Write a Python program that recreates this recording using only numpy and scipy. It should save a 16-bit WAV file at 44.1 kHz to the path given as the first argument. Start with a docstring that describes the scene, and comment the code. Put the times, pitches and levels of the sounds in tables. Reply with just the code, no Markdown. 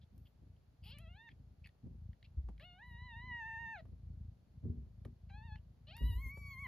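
"""In a nest box, newborn kittens crawl over their purring mother, close to the microphone.
Four thin mews, built from wavering harmonics, start with a rasp and rise to a clean cry.
Short squeaks, rasps and wet mouth clicks, made of shaped noise, fall within and between them.
The purr is a train of pulses. Paws tap and bump the box as noise and fading tones, and noise in
small slips makes the bedding rustle. Fur brushes past once; faint hiss and rumble lie behind."""
import sys
import numpy as np
from scipy import signal
from scipy.fft import rfft, irfft, next_fast_len
from scipy.io import wavfile
from scipy.ndimage import uniform_filter1d, map_coordinates

SR = 44100
rng = np.random.default_rng(int(sys.argv[2]) if len(sys.argv) > 2 else 0)


def to_wav(sig):
    """Store sig (one row per channel, or 1-D mono) as 16-bit WAV at the path in sys.argv[1].

    Samples outside -1..1 are clipped; the rate is SR.
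    """
    pcm = np.clip(np.atleast_2d(sig), -1, 1) * 32767
    pcm = np.round(pcm).astype(np.int16)
    wavfile.write(sys.argv[1], SR, pcm.T)  # frames by channels


N = 294147  # length of the scene in samples
TOP_HZ = 14900  # upper limit of all sound

# air rushing through a kitten's throat: f/Hz, level/dB
RASP = [(600, -30), (1400, -22), (1900, -9), (2800, 0), (3250, -3), (3750, -16), (4500, -3), (5200, -10),
        (6000, -27), (8200, -38), (11000, -30), (15000, -40)]


def amp(db):
    """Turn decibels into gain."""
    return 10 ** (np.asarray(db) / 20)


def unit(x):
    """Scale x to an rms (average strength) of 1."""
    return x / np.sqrt(np.mean(x ** 2) + 1e-20)


def along(points, hz):
    """Read a table of (f/Hz, value) at any frequency, on a log axis."""
    f, v = np.transpose(points)
    return np.interp(np.log(hz + 1), np.log(f), v)


def curves(rows, t):
    """Read each column after the time at times t."""
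    s, *cols = np.transpose(rows)
    return [np.interp(t, s, c) for c in cols]


def swells(rows, edge, t):
    """Gain at times t of (t/s, length/s, level/dB) events that rise, hold and fall; edge in s."""
    total = 0
    for s, length, db in rows:
        to_nearest_end = np.minimum(t - s, s + length - t)
        total = total + amp(db) * np.sin(np.pi / 2 * np.clip(to_nearest_end / edge, 0, 1))
    return total


def wobble(rate, size):
    """A smooth random curve with rate random points a second."""
    points = rng.standard_normal(int(size * rate / SR) + 4)
    return map_coordinates(points, [np.arange(size) * rate / SR])


def filtered(x, gain):
    """Multiply the spectrum of x by a gain that depends on frequency."""
    n = x.shape[-1]
    m = next_fast_len(n + 8192)  # spare room keeps the end from wrapping onto the start
    return irfft(rfft(x, m) * gain(np.fft.rfftfreq(m, 1 / SR)), m)[..., :n]


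def noise(spectrum, size):
    """Noise coloured by a (f/Hz, level/dB) table, at rms 1."""
    white = rng.standard_normal(size)
    return unit(filtered(white, lambda hz: amp(along(spectrum, hz))))


def response(spectrum, size=8192):
    """How a body with this spectrum rings after one sharp push, with nothing before the push."""
    cepstrum = irfft(np.log(amp(along(spectrum, np.fft.rfftfreq(size, 1 / SR)))))
    # folding the cepstrum onto positive times gives the earliest possible ringing
    cepstrum[1:size // 2] *= 2
    cepstrum[size // 2 + 1:] = 0
    return irfft(np.exp(rfft(cepstrum)))


def add(track, s, sound):
    """Mix a sound into the track at time s."""
    part = track[max(0, round(s * SR)):][:len(sound)]
    part += sound[:len(part)]


def share(gain, hz):
    """Silence harmonics above the top limit and scale the rest to a total power of 1."""
    kept = gain * (hz < TOP_HZ)
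    return kept / np.linalg.norm(kept, axis=0)


def mew(rows, settle, throat_ratio, fundamental_db, flutter_db, jitter=0.055, quiver=0.0058,
        shimmer=0.55, rasp=0.054, edge=0.001, muffle_hz=7800, count=36):
    """One cry: harmonics of the vocal folds, which beat unevenly at first, shaped by the opening mouth."""
    # the throat's resonances with the mouth nearly shut, half open and wide open: f/Hz, level/dB
    mouth_shut = [(450.0, -14), (650.0, -10.5), (900.0, -9.5), (1100.0, -27), (1350.0, -16.5),
                  (1750.0, -22), (2200.0, -13), (2900.0, -0.0), (3350.0, -7.5), (3800.0, -17.5),
                  (4250.0, -12), (4650.0, -20.5), (5400.0, -29), (6400.0, -59), (7600.0, -55)]
    mouth_half = [(450.0, -34), (650.0, 0.5), (900.0, -13), (1100.0, -16), (1350.0, -14), (1750.0, 1.5),
                  (2200.0, -16.0), (2900.0, -24), (3350.0, -29), (3800.0, -18.5), (4250.0, -23.5),
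                  (4650.0, -55), (5400.0, -62), (6400.0, -41.5), (7600.0, -64)]
    mouth_wide = [(450.0, 0.0), (650.0, 4), (900.0, -10.0), (1100.0, -18), (1350.0, -31), (1750.0, -9),
                  (2200.0, 4), (2900.0, -17), (3350.0, -46), (3800.0, -35), (4250.0, -28.5), (4650.0, -28),
                  (5400.0, -36), (6400.0, -25.5), (7600.0, -61)]
    # where the lift of the treble acts: f/Hz, share (0-1)
    treble_share = [(2900, 0.09), (4300, 0.91)]
    # times when the voice strains and gains a shrill top: t/s, length/s, relative level/dB
    strains = [(.835, 0.085, -78.5), (2.605, 0.054, -90), (2.85, 0.1, -92.5), (3.36, 0.5, -100),
               (5.98, 0.19, -72.5), (6.15, 0.17, -73.5), (6.33, 0.37, -79)]
    # colour of that shrill top: f/Hz, level/dB
    shrill_spectrum = [(6000, -35), (7700, -8), (8400, -41), (9700, -6.5), (11000, -3), (12300, 6),
                       (13500, -10.5), (15000, -25)]
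    strain_edge_s = .015
    onset_rough, clean_rough = 0.51, 0.027  # roughness added at the start, and once settled

    t = np.arange(rows[0][0], rows[-1][0], 1 / SR)
    n = len(t)
    pitch, level_db, opening, treble_db = curves(rows, t)
    rough = clean_rough + onset_rough * np.exp(-((t - t[0]) / settle) ** 2)
    unsteady = quiver * wobble(69.92, n) + jitter * rough * wobble(600, n)
    pitch = uniform_filter1d(pitch, size=950) * (1 + unsteady)
    phase = 2 * np.pi * np.cumsum(pitch) / SR
    k = np.arange(1, count + 1)[:, None]  # harmonic numbers
    hz = k * pitch

    # the harmonics slide through resonances that change as the mouth opens
    shut, wide = np.clip(1 - 2 * opening, 0, 1), np.clip(2 * opening - 1, 0, 1)
    shapes = [(shut, mouth_shut), (1 - shut - wide, mouth_half), (wide, mouth_wide)]
    throat_db = sum(weight * along(shape, hz / throat_ratio) for weight, shape in shapes)
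    throat_db = throat_db + fundamental_db * (k == 1)
    colour = amp(throat_db + treble_db * along(treble_share, hz)) / (1 + (hz / muffle_hz) ** 20)
    gains = amp(level_db) * share(colour, hz)

    shrill_flutter_db = 6.1 * np.array([wobble(25, n) for _ in k])
    shrill = share(amp(along(shrill_spectrum, hz) + shrill_flutter_db), hz)
    gains += swells(strains, strain_edge_s, t) * shrill
    # upper harmonics waver more than the lowest ones
    gains *= amp(flutter_db * np.minimum(k, 4) * np.array([wobble(44.9, n) for _ in k]))

    voice = np.sqrt(2) * np.sum(gains * np.sin(k * phase), axis=0)
    voice *= 1 + shimmer * rough * wobble(500, n)
    # turbulence escapes once per cycle
    air = rasp * rough * np.linalg.norm(gains, axis=0) * noise(RASP, n) * (1 + np.cos(phase))
    fade = np.clip(np.minimum(t - t[0], t[-1] - t) / edge, 0, 1)
    return (voice + air) * fade


def kittens(width_hz=380, focus_db=13, mew_db=0.24):
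    """The long mews, and short bursts of throaty noise: squeaks, and hoarse rasps at the mews' edges."""
    # one table per mew: t/s, pitch f/Hz, relative level/dB, mouth opening (0-1), lift of the treble/dB
    mews = [
        [(0.833, 276.8, -77, 0.0, -5), (0.865, 413, -63, 0.0, 5), (0.895, 438, -63.5, 0.0, 11),
         (0.92, 512, -62, 0.02, 8), (0.95, 607, -63.5, 0.12, 4), (0.975, 565, -67.4, 0.1, 1),
         (1.015, 689, -68, 0.14, -5), (1.07, 639, -67, 0.17, -10.0), (1.1, 697, -69, 0.14, -19),
         (1.135, 712, -69, 0.12, -15), (1.19, 891, -63, 0.37, 5), (1.255, 947, -64, 0.35, -6),
         (1.292, 887, -58, 0.42, 10)],
        [(2.6, 530.5, -64, 0.3, 3), (2.655, 729.0, -61.5, 0.05, -6), (2.72, 710.5, -64.8, 0.09, -9.0),
         (2.775, 722, -67.3, 0.25, -8), (2.83, 965, -57, 0.63, -4), (2.88, 990.0, -64, 0.46, -4),
         (2.95, 940.4, -60.6, 0.41, -2), (3.06, 1002, -58, 0.49, -0.5), (3.14, 896, -56, 0.32, -4.5),
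         (3.255, 1018, -55, 0.57, -8.0), (3.325, 967, -46, 0.75, -16.5), (3.38, 940, -49, 0.82, -9),
         (3.435, 882, -47.5, 0.7, -8.5), (3.48, 913.4, -49, 0.76, -11.5), (3.55, 894.4, -48.5, 0.77, -10),
         (3.61, 929.6, -49, 0.76, -8), (3.68, 904, -49, 0.72, -5.0), (3.735, 900, -48.5, 0.84, -9.0),
         (3.79, 663, -56, 0.47, 1.5), (3.81, 637, -61, 0.6, -2)],
        [(5.3, 769, -66, 0.4, 12), (5.34, 803, -63.5, 0.31, 6), (5.38, 860, -62.5, 0.29, -6),
         (5.415, 871, -64, 0.29, -2), (5.455, 942, -65.5, 0.32, 3), (5.51, 856, -61, 0.3, -3),
         (5.562, 863, -60, 0.38, 2.0)],
        [(5.87, 555, -66.5, 0.17, 11), (5.91, 664, -63, 0.1, 0.5), (5.96, 924, -61.5, 0.16, 14),
         (5.992, 946, -59, 0.17, 5), (6.04, 963, -61, 0.25, 5.0), (6.085, 994, -58.5, 0.15, -2.0),
         (6.125, 930, -60, 0.18, 2), (6.175, 982.0, -62.5, 0.28, -4), (6.225, 1110, -57.5, 0.82, 2),
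         (6.275, 1040, -51.5, 0.96, 1.0), (6.33, 1131, -56.5, 0.91, 2), (6.41, 1148, -58, 1.0, 9),
         (6.51, 1107, -55, 0.72, 11.5), (6.575, 1046, -55.5, 0.76, -7.5), (6.62, 1143, -52.3, 0.77, 1),
         (6.668, 983, -47, 0.65, -16)],
    ]
    # the voice of each mew: time for the folds to settle/s, throat resonances as a ratio of the usual,
    # lift of the fundamental/dB, flutter/dB
    voices = [(.11, 0.992, -3.5, 0.65), (.035, 0.986, 0.4, 0.24), (.015, 1.022, 3.5, .7),
              (.07, 1.006, 1, 0.73)]
    # short hoarse squeaks and rasps: t/s, length/s, level/dB, resonance f/Hz
    bursts = [(.008, 0.041, -78, 3670), (0.251, 0.033, -76, 3360), (0.563, 0.011, -83.5, 3270),
              (0.824, 0.096, -68.5, 3000), (0.817, 0.13, -72.5, 4840), (0.969, 0.022, -70.5, 2210),
              (1.287, 0.045, -76.5, 2200), (1.29, 0.04, -78, 3500), (1.636, 0.034, -63.5, 2320),
              (1.655, 0.026, -74.5, 4420), (2.238, .032, -73, 2550), (2.239, 0.026, -70.5, 3840),
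              (2.604, 0.029, -73, 3720), (3.778, 0.016, -74, 2540), (3.78, 0.036, -74.5, 3890),
              (5.292, 0.018, -70.5, 2200), (5.287, 0.02, -82, 3940), (5.862, 0.05, -81, 2680),
              (5.557, 0.038, -77, 3000)]

    out = np.zeros(N)
    for rows, voice in zip(mews, voices):
        add(out, rows[0][0], amp(mew_db) * mew(rows, *voice))
    for s, length, db, hz in bursts:
        n = int(length * SR)
        creak = noise(RASP, n) * amp(3.3 * wobble(600, n))
        # one resonance stands out
        creak = filtered(creak, lambda f: 1 + amp(focus_db) / (1 + ((f - hz) / width_hz) ** 4))
        add(out, s, amp(db) * unit(creak) * signal.windows.tukey(n, .5))
    return out


def clicks(t60=0.015, soft=0.00025):
    """Lips and tongues part with a tiny wet snap: noise that fades by 60 dB in t60 s."""
    # wet mouth clicks: t/s, relative level/dB, middle/dB, top/dB
    snaps = [(0.179, -65, -17, -1), (0.9856, -52, -9, -1), (1.29, -51.5, 7, -52), (1.6591, -53, -3, -25),
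             (1.6716, -54, -6.5, -15), (1.6905, -61, -3, -32), (2.131, -63.5, -11, -44),
             (2.2276, -53, -11, -46), (2.579, -57.5, -2, -31), (2.598, -54, -9, -31.5),
             (5.0503, -53.5, -3.5, -13.5), (5.558, -53.5, 0, -54), (5.967, -49, -9, -4.5),
             (5.98, -52, -0.5, -5)]
    # colours of the middle and the top: f/Hz, level/dB
    mouth = [(500, -7.5), (1300, -22), (1900, 9.5), (2700, -4.5), (3300, -1.5), (4400, -8),
             (5600, -22.5), (9000, -46.0)]
    spit = [(5000, -8), (7000, -8), (8200, -17), (10800, 6), (13000, -4.5), (15000, -10.5)]

    out, t = np.zeros(N), np.arange(SR // 20) / SR
    shape = amp(-60 * t / t60) * (1 - np.exp(-t / soft))
    for s, db, middle_db, top_db in snaps:
        snap = amp(middle_db) * noise(mouth, len(t)) + amp(top_db) * noise(spit, len(t))
        add(out, s, amp(db - 2.5) * unit(snap) * shape)
    return out


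def paws(tap_t60=0.041, thud_t60=0.02, thud_hz=330, soft=0.0015):
    """Light taps on the box wall, and heavy bumps that set its floor booming and its walls humming."""
    # paws and claws tapping the box: t/s, tap level/dB, relative thud level/dB
    taps = [(2.486, -51.5, -13), (3.852, -61.5, 12.5), (5.052, -52.5, 5), (6.263, -63.5, -8),
            (6.372, -54, -16)]
    # bodies bumping the box: t/s, level/dB, floor ring f/Hz, time to fade by 60 dB/s, rise/s,
    # relative wall ring/dB
    bumps = [(1.835, -46.5, 99.7, 0.12, 0.026, 1.5), (2.368, -23, 67.4, 0.15, 0.012, -32.5),
             (2.439, -37.5, 54.4, 0.69, 0.0051, -42), (3.253, -58, 81.7, 0.17, 0.035, 10.5),
             (4.633, -26, 96.7, 0.16, 0.015, -9), (4.696, -27, 81.8, 0.12, 0.0039, -13.5),
             (4.77, -35, 64.3, 0.25, 0.0076, -16.5), (5.054, -42, 89, 0.13, 0.0017, -2.5),
             (6.01, -14, 57.8, 0.25, 0.033, -37.5), (6.09, -30, 94, 0.25, 0.0043, -28),
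             (6.143, -25, 57, 0.28, 0.014, -41), (6.254, -28, 60.1, 0.11, 0.0063, -31.5)]
    # tones of the box walls: f/Hz, relative level/dB, time to fade by 60 dB/s
    wall_modes = [(140, -1, .2), (172, -4, .2), (237, 1, .25), (285, -4, .16), (335, -7, .17),
                  (375, -11, .22), (430, -12, .18)]
    # colour of a tap: f/Hz, level/dB
    tap_spectrum = [(200, -16.0), (500, 3.5), (1100, -8), (2000, -21.5), (4000, -28.5), (12000, -38.5)]

    out, t = np.zeros(N), np.arange(SR * 3 // 4) / SR
    for s, db, thud_db in taps:
        tap = noise(tap_spectrum, len(t)) * amp(-60 * t / tap_t60)
        thud = np.sin(2 * np.pi * thud_hz * t) * amp(thud_db - 60 * t / thud_t60)
        add(out, s, (amp(db) * tap + amp(db - 10.0) * thud) * (1 - np.exp(-t / soft)))
    for s, db, floor_hz, t60, rise, wall_db in bumps:
        floor = -amp(-60 * t / t60) * np.sin(2 * np.pi * floor_hz * t)
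        walls = np.zeros(len(t))
        for hz, level, life in wall_modes:
            walls += amp(level - 60 * t / life) * np.sin(2 * np.pi * (hz * t + rng.random()))
        ring = floor + amp(wall_db - 7.5) * walls
        add(out, s, amp(db) * ring * (1 - np.exp(-(t / rise) ** 2)))
    return out


def purr(rate_hz=27.8, murk_db=-7):
    """The mother's larynx snaps open in slow pulses that thump through her chest."""
    # she purrs in swells, as she draws air and as she lets it out: t/s, length/s, relative level/dB
    breaths = [(-.06, 0.12, -53), (.1, 0.19, -58.5), (.33, 0.26, -63.5), (.65, 0.095, -66),
               (.79, .4, -55.5), (1.27, 0.29, -61), (1.56, 0.16, -60.5), (1.81, .34, -52.5),
               (2.2, 0.26, -62), (2.52, 0.22, -62.5), (2.83, 0.55, -53.5), (3.37, .36, -61.5),
               (3.74, 0.33, -58), (4.01, 0.36, -52), (4.48, 0.18, -59), (4.8, 0.38, -56),
               (5.2, 0.34, -52.5), (5.49, 0.14, -49.5), (5.61, .15, -54), (5.77, 0.63, -59),
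               (6.31, 0.41, -52)]
    # colour of her chest: f/Hz, level/dB
    chest_spectrum = [(20, -42), (30, -20.5), (42, -13.5), (56, 4.5), (85, 3), (115, -1), (165, -9),
                      (230, -18.5), (300, -39.5), (500, -43.5), (1200, -81)]
    edge_s, rest_db = 0.083, -71.5  # rise and fall of a swell; level always present beneath the swells

    effort = amp(rest_db) + swells(breaths, edge_s, np.arange(N) / SR)
    rate = rate_hz * (1 + 0.022 * wobble(3, N) + .02 * wobble(25, N))
    cycles = np.cumsum(rate) / SR
    # one pulse as each cycle completes, of uneven strength
    pulses = np.diff(np.floor(cycles), prepend=0) * amp(2.4 * wobble(28, N))
    chest = unit(signal.fftconvolve(pulses, response(chest_spectrum))[:N])
    return effort * (chest + amp(murk_db) * noise(chest_spectrum, N))


def fur():
    """Fur brushes past with a faint high fizz: a swell of treble noise."""
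    # t/s, length/s, level/dB
    brushes = [(.13, .2, -88.5)]
    # colour of the fizz: f/Hz, level/dB
    fizz = [(7000, -30), (10000, -10), (13000, 1), (15000, -4)]
    return swells(brushes, 0.045, np.arange(N) / SR) * noise(fizz, N)


def bedding(grain_db=3.0, cloth_db=10, restless_db=2):
    """Cloth rustles in small dull slips: loud after each shove, faint all the time."""
    # the bedding is pushed aside and settles: t/s, relative level/dB, time to fade by 60 dB/s
    shoves = [(.115, -69, 0.4), (0.406, -74, 0.36), (.92, -77, 0.52), (1.29, -73.5, 0.79),
              (1.83, -61, 0.47), (2.36, -73.5, 0.34), (2.475, -59, 0.17), (3.23, -71, 0.59),
              (3.6, -72.5, 1.17), (3.835, -65, 0.24), (3.9, -69.5, 0.43), (4.05, -73.5, 1),
              (4.625, -50.5, 0.53), (5.043, -51, 0.079), (6.0, -52.5, 0.54), (6.25, -62, .15),
              (6.365, -64.5, .18)]
    # colour of the cloth: f/Hz, level/dB
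    cloth_spectrum = [(35, -10.5), (70, 10.5), (140, 11.5), (240, 3.5), (330, -5), (500, -15), (900, -34),
                      (2000, -52), (6000, -65.5)]
    rise_s, rest_db = 0.012, -83  # how fast a shove takes hold; relative level of the constant rustle

    motion, t = amp(rest_db + restless_db * wobble(2, N)), np.arange(SR) / SR
    for s, db, t60 in shoves:
        add(motion, s, amp(db - 60 * t / t60) * (1 - np.exp(-(t / rise_s) ** 2)))
    slips = amp(grain_db * wobble(70, N))
    shared = unit(slips * noise(cloth_spectrum, N))
    apart = unit(slips * noise(cloth_spectrum, N))
    # the second noise has opposite signs left and right, which widens the rustle
    return amp(cloth_db) * motion * (shared + amp(-8.5) * apart * [[1], [-1]])


def box(x, t60=0.12):
    """The padded box answers briefly: each side has its own fading noise as an echo."""
    t = np.arange(SR // 5) / SR
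    spectrum = [(120, -28.5), (300, -5.0), (5000, -7), (14000, -6)]  # f/Hz, level/dB
    sides = np.array([noise(spectrum, len(t)), noise(spectrum, len(t))])
    tail = sides * amp(-60 * t / t60) * (t > .002)
    return signal.fftconvolve(x[None], tail / np.linalg.norm(tail[0]), axes=1)[:, :N]


def place(x):
    """Give the left and right ports of the microphone their own level and timing at each frequency."""
    # how much louder the left is than the right: f/Hz, difference/dB
    side_levels = [(100, 1), (400, 6), (700, 3.5), (900, 7), (1100, -7), (1850, -1), (2200, 1.5), (4200, 2),
                   (9000, 1.5)]
    # how far the left port leads the right: f/Hz, lead/radians
    left_lead = [(100, 0.13), (700, -0.34), (1700, -0.18), (2500, .4), (4200, 0.87), (6000, 1),
                 (11000, 0.43)]
    ports = np.array([[.5], [-.5]])  # each port takes half of the difference

    def port_gain(hz):
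        return amp(along(side_levels, hz) * ports) * np.exp(1j * along(left_lead, hz) * ports)

    return filtered(x, port_gain)


def still_air(hiss_db=-83.5):
    """Still air hisses faintly: one noise shared by both sides, one with opposite signs."""
    # f/Hz, level/dB
    hiss_spectrum = [(240, -25.5), (400, -2.5), (689, -3.5), (1020, -10.5), (2140, -17), (3970, -19),
                     (4350, -16.5), (4980, -21), (7150, -25.5), (8190, -39.5), (10700, -24), (11900, -27.5),
                     (14800, -34.5)]
    shared, apart = noise(hiss_spectrum, N), noise(hiss_spectrum, N)
    return amp(hiss_db) * (shared + amp(-1.5) * apart * [[1], [-1]])


def rumble(rumble_db=-78.5):
    """The room's rumble: steady deep noise, alike on both sides."""
    # f/Hz, level/dB
    rumble_spectrum = [(22, 2.5), (45, -2.5), (80, -18), (200, -53.5)]
    return amp(rumble_db) * noise(rumble_spectrum, N)


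def scene():
    """Kittens, mother and bedding in the box, over faint hiss and rumble."""
    near = kittens() + clicks() + paws() + fur()
    direct = place(near + purr())
    return direct + amp(-10.5) * box(near) + bedding() + still_air() + rumble()


def record(dry, low_cut_hz=38):
    """The microphone rolls off the deepest bass; nothing is kept above the top limit."""
    return filtered(dry, lambda hz: (hz < TOP_HZ) * hz ** 2 / np.sqrt(hz ** 4 + low_cut_hz ** 4))


dry = scene()
out = record(dry)
to_wav(out)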